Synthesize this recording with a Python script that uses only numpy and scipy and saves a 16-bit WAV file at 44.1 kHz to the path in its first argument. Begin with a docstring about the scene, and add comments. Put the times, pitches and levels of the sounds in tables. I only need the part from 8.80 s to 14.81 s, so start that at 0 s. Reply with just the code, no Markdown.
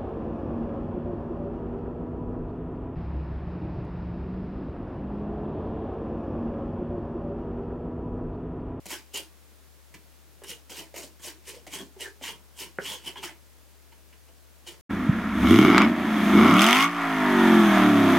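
"""Over a low hum and faint hiss, a metal palette knife touches down on a painted wooden board and
spreads gritty paste in quick short strokes. The dragging edge hisses and sets the thin blade ringing,
the paste rasps and squelches, and the board groans as each stroke slows. The knife touches down between
strokes, and the board knocks on the table under it. A small room, heard from close by."""
import sys
import numpy as np
from scipy import signal
from scipy.fft import rfft, irfft, next_fast_len
from scipy.io import wavfile

SR = 44100
rng = np.random.default_rng(int(sys.argv[2]) if len(sys.argv) > 2 else 0)


def int16_out(signal):
    """Quantize to a 16-bit WAV file."""
    q = np.round(np.clip(np.atleast_2d(signal).T, -1, 1) * 32767)
    wavfile.write(sys.argv[1], SR, q.astype(np.int16))


N = 265085
TIME = np.arange(N) / SR


def from_db(db):
    """Decibels to gain."""
    return 10 ** (np.asarray(db) / 20)

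def unit_power(x):
    """Scale to an RMS of one."""
    return x / np.sqrt(np.mean(x ** 2) + 1e-20)

def at_hz(curve, hz):
    """Read a curve on a log-frequency axis."""
    known_hz, values = np.transpose(curve)
    return np.interp(np.log(np.maximum(hz, 1)), np.log(known_hz), values)

def equalise(x, curve, amount=1):
    """Apply an EQ curve, its decibels scaled by amount."""
    size = next_fast_len(N)
    gain = from_db(amount * at_hz(curve, np.fft.rfftfreq(size, 1 / SR)))
    return irfft(rfft(x, size) * gain, size)[..., :N]

def band(x, low_hz, high_hz):
    """Gentle band-pass."""
    return signal.sosfilt(signal.butter(2, [low_hz, high_hz], "band", fs=SR, output="sos"), x)

def stereo(mid, side, alike):
    """Left and right from two unrelated signals: alike 1 is mono, 0 is wide."""
    return np.array([mid, mid]) * np.sqrt((1 + alike) / 2) + np.array([side, -side]) * np.sqrt((1 - alike) / 2)

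def drift(rate_hz, step=32):
    """Smooth random modulation with a spread of one."""
    noise = rng.standard_normal(N // step + SR // step)
    slow = signal.sosfilt(signal.butter(2, rate_hz, fs=SR / step, output="sos"), noise)
    return np.interp(np.arange(N) / step + SR // step // 2, np.arange(len(slow)), unit_power(slow))

def resonance(force, hz, width_hz):
    """A resonance whose centre moves; keeps the power of a white force."""
    turn = np.exp(2j * np.pi * np.cumsum(hz) / SR)
    r = np.exp(-np.pi * width_hz / SR)
    return np.real(turn * signal.lfilter([np.sqrt(2 * (1 - r * r))], [1, -r], force * np.conj(turn) + 1e-18))

def resonate(force, modes, bend, patchy_db, change_hz=12):
    """Parallel resonances; as the contact point travels they bend and take turns in strength."""
    out, stretch = 0, 1 + bend * drift(change_hz)
    for k, (hz, width_hz, db) in enumerate(modes):
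        share = from_db(db + patchy_db * drift(change_hz))
        out = out + (-1) ** k * resonance(force * share, hz * stretch, width_hz)
    return out / np.linalg.norm(from_db(np.array(modes)[:, 2]))

def envelope(start, rise, hold, fall):
    """A contact's samples and pressure; rise and fall are seconds per tenfold change."""
    span = slice(max(int((start - 2 * rise) * SR), 0), int((start + hold + 3 * fall) * SR))
    t = TIME[span] - start
    return span, 10 ** np.minimum(np.minimum(t / rise, (hold - t) / fall), 0)

def glides(notes, width_hz, rise, fall):
    """Friction drives one narrow resonance that slides in pitch during each note."""
    out = np.zeros(N)
    for start, length, from_hz, to_hz, db in notes:
        span, swell = envelope(start, rise, length, fall)
        hz = np.interp(TIME[span], [start, start + length], [from_hz, to_hz])
        tone = swell * resonance(rng.standard_normal(len(hz)), hz, width_hz)
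        out[span] += from_db(db) * unit_power(tone) * np.sqrt(np.mean(swell ** 2))
    return out


# Colour of the room's hiss: (frequency [Hz], relative level [dB])
AIR_EQ = [(25, -21.5), (60, -20), (110, -17.5), (330, -18), (550, -19.5), (800, -23), (1700, -25.5),
          (3000, -27.5), (14800, -31.5), (16000, -32.5)]
def room_tone(air_db=-58, hum_hz=70.1, hum_db=-52.5, right_trim_db=-7, lag_rad=2.72):
    """Steady hiss, and a low machine hum that stands in the room, nearly opposed at the two ears."""
    air = unit_power(equalise(rng.standard_normal((2, N)), AIR_EQ))
    phase = 2 * np.pi * hum_hz * TIME
    hum = np.array([np.sin(phase), from_db(right_trim_db) * np.sin(phase - lag_rad)])
    return from_db(air_db) * stereo(*air, alike=0.37) + np.sqrt(2) * from_db(hum_db) * hum

# Touch-down cues: (time [s], board send [dB], paste send [dB], grit send [dB])
TOUCH_CUES = [(0.057, -41, -48, -39), (1.141, -45, -46.5, -48), (1.619, -53.5, -60, -68),
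              (1.636, -44.5, -46, -46.5), (1.896, -48.5, -51, -45.5), (2.141, -39.5, -46.5, -48),
              (2.396, -52.5, -56, -55), (2.867, -41.5, -48, -44), (3.159, -53.5, -72, -78),
              (3.412, -45, -51, -60), (4.357, -54, -41, -60), (5.121, -78, -54, -63),
              (5.327, -77, -56, -72), (5.482, -56.5, -58.5, -65)]
def touches(rise=0.0007, hold=0.0088, fall=0.025, blade_trim_db=-11):
    """The knife lands: short contacts with a sharp attack, and the one large slip that opens each."""
    contacts, ticks = [], np.zeros(N)
    for start, board_db, paste_db, grit_db in TOUCH_CUES:
        contacts.append((start, rise, hold, fall, grit_db, paste_db + blade_trim_db, paste_db, board_db))
        ticks[round(start * SR)] = from_db(19.5)
    return contacts, ticks

def board_send_db(hz, usual_hz=403, usual_db=-47, db_per_octave=-6):
    """The softer the spot under the knife, the lower and louder the board."""
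    return usual_db + db_per_octave * np.log2(hz / usual_hz)

# Stroke cues: (time of full contact [s], attack [s], hold [s], grit send [dB], blade send [dB],
# paste send [dB], board pitch under the knife [Hz])
STROKE_CUES = [ (0.107, 0.037, 0.03, -34.5, -45, -37.5, 372), (0.342, .011, 0.036, -33.5, -40, -42.5, 588),
               (1.693, 0.038, 0.012, -36.5, -43.5, -47, 508), (1.902, 0.0087, 0.022, -43, -50, -52, 453),
               (1.974, 0.06, 0.02, -37.5, -47.5, -44.5, 335), (2.162, 0.016, 0.034, -39.5, -57, -44, 352),
               (2.231, 0.017, 0.0059, -42, -56.5, -58, 571), (2.437, 0.025, 0.043, -37.5, -51.5, -44, 343),
               (2.679, 0.033, .02, -40.5, -51, -46, 450), (2.746, .016, 0.0057, -48.5, -57, -56, 499),
               (2.935, 0.034, 0.016, -35, -45, -38, 388), (2.992, .04, .012, -44, -51.5, -51, 366),
               (3.207, 0.02, 0.023, -36.5, -47, -44, 379), (3.432, 0.017, 0.063, -39, -40.5, -42, 421),
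               (3.803, 0.038, 0.015, -35, -41.5, -43, 381), (4.057, 0.056, 0.083, -37, -41, -42, 530),
               (4.266, 0.046, .012, -39.5, -44.5, -43.5, 333), (4.373, 0.018, .008, -48, -48, -48, 418),
               (4.433, 0.016, 0.017, -37, -43.5, -36.5, 335), (5.871, 0.013, 0.016, -41, -46, -46.5, 348)]
def strokes(fall=0.081):
    """The knife drags: contacts that swell, hold and tail off as it slows."""
    return [(start, rise, hold, fall, grit_db, blade_db, paste_db, board_send_db(hz))
            for start, rise, hold, grit_db, blade_db, paste_db, hz in STROKE_CUES]

def pressures(contacts, tail_ratios=(0.66, 1, 0.66, 1, 0.93)):
    """Force on five layers; as the knife slows, the finest hiss stops and paste damps the blade."""
    power = np.zeros((5, N))   # fine grit, grit, blade, paste, board
    for start, rise, hold, fall, grit_db, blade_db, paste_db, board_db in contacts:
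        for k, db in enumerate([grit_db, grit_db, blade_db, paste_db, board_db]):
            span, pressure = envelope(start, rise, hold, fall * tail_ratios[k])
            power[k, span] += (from_db(db) * pressure) ** 2
    return np.sqrt(power)

def friction(per_s, spread_db, smooth):
    """Tiny slips of uneven size over the smooth hiss of the shearing paste."""
    sizes = from_db(spread_db * np.minimum(rng.exponential(1, N), 4)) * rng.choice([-1, 1], N)
    slips = sizes * (rng.random(N) < per_s / SR)
    return unit_power(unit_power(slips) + smooth * rng.standard_normal(N))

# Colour of the crushed grit: (frequency [Hz], relative level [dB])
GRIT_EQ = [(2000, -12), (3600, -3), (5000, 1), (7000, 1), (9500, 1.5), (11000, -5), (14000, -4.5),
           (16000, -11.5)]
def grit_hiss(on_fine, on_grit, patchy_db=2, change_hz=22):
    """Grains crushed under the edge; the colour of their hiss shifts as the blade tilts."""
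    crunch = [friction(per_s=3500, spread_db=6, smooth=0.85) for _ in range(4)]
    grains = [stereo(*crunch[:2], alike=0.8), stereo(*crunch[2:], alike=0.8)]
    edges = np.geomspace(1500, 16500, 19)
    out, power = 0, 0
    for k, (low, high) in enumerate(zip(edges, edges[1:])):
        gain = from_db(at_hz(GRIT_EQ, np.sqrt(low * high)))
        fineness = np.clip((low - 4000) / 6000, 0, 1)
        force = on_grit + fineness * (on_fine - on_grit)
        shimmer = from_db(patchy_db * drift(change_hz))
        out = out + band(grains[k % 2] * force * gain * shimmer, low, high)
        power += gain ** 2 * (high - low) / (SR / 2)
    return out / np.sqrt(power)

# High modes of the steel: (frequency [Hz], width [Hz], relative level [dB])
STEEL_MODES = [(4730, 110, -5.5), (5400, 140, 3), (6930, 260, -1), (8350, 99, -33), (9700, 29, 8)]
def steel_sheen(force):
    """Grit excites the steel's high modes, a thin sheen on the hiss."""
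    return band(resonate(force, STEEL_MODES, bend=0.0263, patchy_db=7.5), 5360, 8100)

# Main modes of the blade: (frequency [Hz], width [Hz], relative level [dB])
BLADE_MODES = [(2680, 400, -27), (2930, 160, 6.5), (3270, 110, 6), (3430, 2200, 0.5)]
def blade_ring(force):
    """Slips at the edge set the thin blade ringing."""
    return band(resonate(force, BLADE_MODES, bend=0.021, patchy_db=2.5), 1780, 6100)

# Resonances of the paste's rasp: (frequency [Hz], width [Hz], relative level [dB])
PASTE_MODES = [(910, 105, -2.5), (1106, 90, -7), (1406, 430, -5), (1660, 480, 2.5), (2260, 880, 4)]
def paste_rasp(force):
    """Friction through the paste gives a rough midrange."""
    return band(resonate(force, PASTE_MODES, bend=0.012, patchy_db=2.5), 650, 2480)

# Modes of the wooden board: (frequency [Hz], width [Hz], relative level [dB])
BOARD_MODES = [(148.5, 50, -6.5), (322.4, 32, 2), (377, 110, -2.5), (606, 215, -3.5)]
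def board_body(force):
    """The juddering knife shakes the board and gives the scrape its low body."""
    return band(resonate(force, BOARD_MODES, bend=0.12, patchy_db=5), 147, 1290)

# The blade lifts out of thick paste: (time [s], level [dB])
SQUELCH_CUES = [(.125, -68), (3.228, -42.5), (3.44, -48.5), (4.44, -47.5)]
def paste_squelches(length_s=0.0406, from_hz=2130, to_hz=1630):
    """The paste's note falls as the gap under the blade opens."""
    notes = [(start, length_s, from_hz, to_hz, db) for start, db in SQUELCH_CUES]
    return band(glides(notes, width_hz=170, rise=0.025, fall=0.038), 1040, 2300)

def board_groans(lead_s=0.00592, groan_s=0.029, sag_octaves=0.21, touch_s=0.013, touch_hz=327):
    """The board's note sinks as each stroke slows; after a touch it hums briefly at one pitch."""
    sag = 2 ** (sag_octaves / 2)
    dragged = [(start + hold - lead_s, groan_s, hz * sag, hz / sag, board_send_db(hz) - 4.5)
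               for start, _, hold, _, _, _, hz in STROKE_CUES]
    touched = [(start + touch_s, touch_s, touch_hz, touch_hz, board_db - 11.5)
               for start, board_db, _, _ in TOUCH_CUES]
    return band(glides(dragged + touched, width_hz=12.5, rise=0.015, fall=0.027), 214, 890)

def scraping(flutter_hz=630, flutter_db=1):
    """Friction at the edge radiates directly as hiss, and through blade, paste and board."""
    landings, ticks = touches()
    stick_slip = unit_power(from_db(flutter_db * drift(flutter_hz)))
    on_fine, on_grit, on_blade, on_paste, on_board = pressures(strokes() + landings) * stick_slip
    slips = friction(per_s=3000, spread_db=4, smooth=0.48) + ticks
    judder = friction(per_s=820, spread_db=3.5, smooth=0.96) + ticks
    return (from_db(-4) * grit_hiss(on_fine, on_grit)
            + band(on_grit * ticks, 1600, 8400)
            + from_db(-15) * steel_sheen(on_grit * slips)
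            + from_db(2.5) * blade_ring(on_blade * slips)
            + from_db(-0.07) * paste_rasp(on_paste * slips)
            + from_db(-1.5) * board_body(on_board * judder)
            + from_db(1) * board_groans()
            + paste_squelches())

def struck(clicks, modes):
    """Each click starts decaying sines."""
    out = 0
    for k, (hz, db, t60) in enumerate(modes):
        r, w = np.exp(-np.log(1000) / (t60 * SR)), 2 * np.pi * hz / SR
        tone = signal.lfilter([0, np.sin(w)], [1, -2 * r * np.cos(w), r * r], clicks + 1e-18)
        out = out + (-1) ** k * from_db(db) * tone
    return out

# Clack of the board's edge: (frequency [Hz], relative level [dB], decay t60 [s])
CLACK_MODES = [(1436, 3.5, 0.017), (1730, 9, 0.0053), (2100, 4, 0.0041)]
# Thud of board and table: (frequency [Hz], relative level [dB], decay t60 [s])
THUD_MODES = [(156, -13, 0.05), (400, -2.5, 0.031), (536, -4.5, 0.05), (784, -3.5, 0.0096)]
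# Knock and bounce cues: (time [s], clack send [dB], thud send [dB])
KNOCK_CUES = [(2.142, -54, -45), (3.9858, -21.5, -21), (3.9912, -34, -34), (3.9965, -47, -51)]
def board_knocks():
    """The board knocks and bounces on the table; the wood is too soft to give any treble."""
    clacks, thuds = np.zeros((2, N))
    for start, clack_db, thud_db in KNOCK_CUES:
        clacks[round(start * SR)] = from_db(clack_db)
        thuds[round(start * SR)] = from_db(thud_db)
    return band(struck(clacks, CLACK_MODES) + struck(thuds, THUD_MODES), 99, 4800)

# Length of the room's tail: (frequency [Hz], decay t60 [s])
REVERB_DECAY = [(150, 0.25), (600, 0.18), (3000, 0.17), (8000, 0.083), (16000, 0.24)]
# Likeness of the tail at the two ears: (frequency [Hz], correlation [0-1])
REVERB_LIKENESS = [(150, 1), (500, 0.87), (2000, 0.27), (6000, 0), (16000, 0)]
def room_reverb(x, predelay_s=0.007):
    """Dense, short-lived reflections, centred in the bass and wide in the treble."""
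    t, response = TIME[:SR // 2], 0
    edges = np.geomspace(80, 18000, 10)
    for low, high in zip(edges, edges[1:]):
        hz = np.sqrt(low * high)
        echoes = stereo(*rng.standard_normal((2, len(t))), alike=at_hz(REVERB_LIKENESS, hz))
        decay = np.exp(-np.log(1000) * t / at_hz(REVERB_DECAY, hz))
        response = response + band(echoes * (t > predelay_s) * decay, low, high)
    response = unit_power(response) / np.sqrt(len(t))
    return signal.fftconvolve(x.mean(axis=0)[None], response, axes=1)[:, :N]

# Stereo balance: (frequency [Hz], left minus right [dB])
PAN_CURVE = [(150, -1), (600, -1.5), (2000, -0.8), (5500, 0.5), (13000, -1)]
def panned(x):
    """The work lies a little to the right; the two sides differ in colour."""
    return equalise(x, PAN_CURVE, amount=np.array([[0.5], [-0.5]]))

def scene(work_db=-0.63, reverb_db=-7):
    """Knife and board close by, their reverb, and the room tone underneath."""
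    work = from_db(work_db) * (scraping() + board_knocks())
    return panned(work + from_db(reverb_db) * room_reverb(work)) + room_tone()

def record(dry):
    """A steep high cut at 15950 Hz."""
    return signal.sosfilt(signal.ellip(10, 0.2, 80, 15950, fs=SR, output="sos"), dry)


dry = scene()
out = record(dry)
int16_out(out)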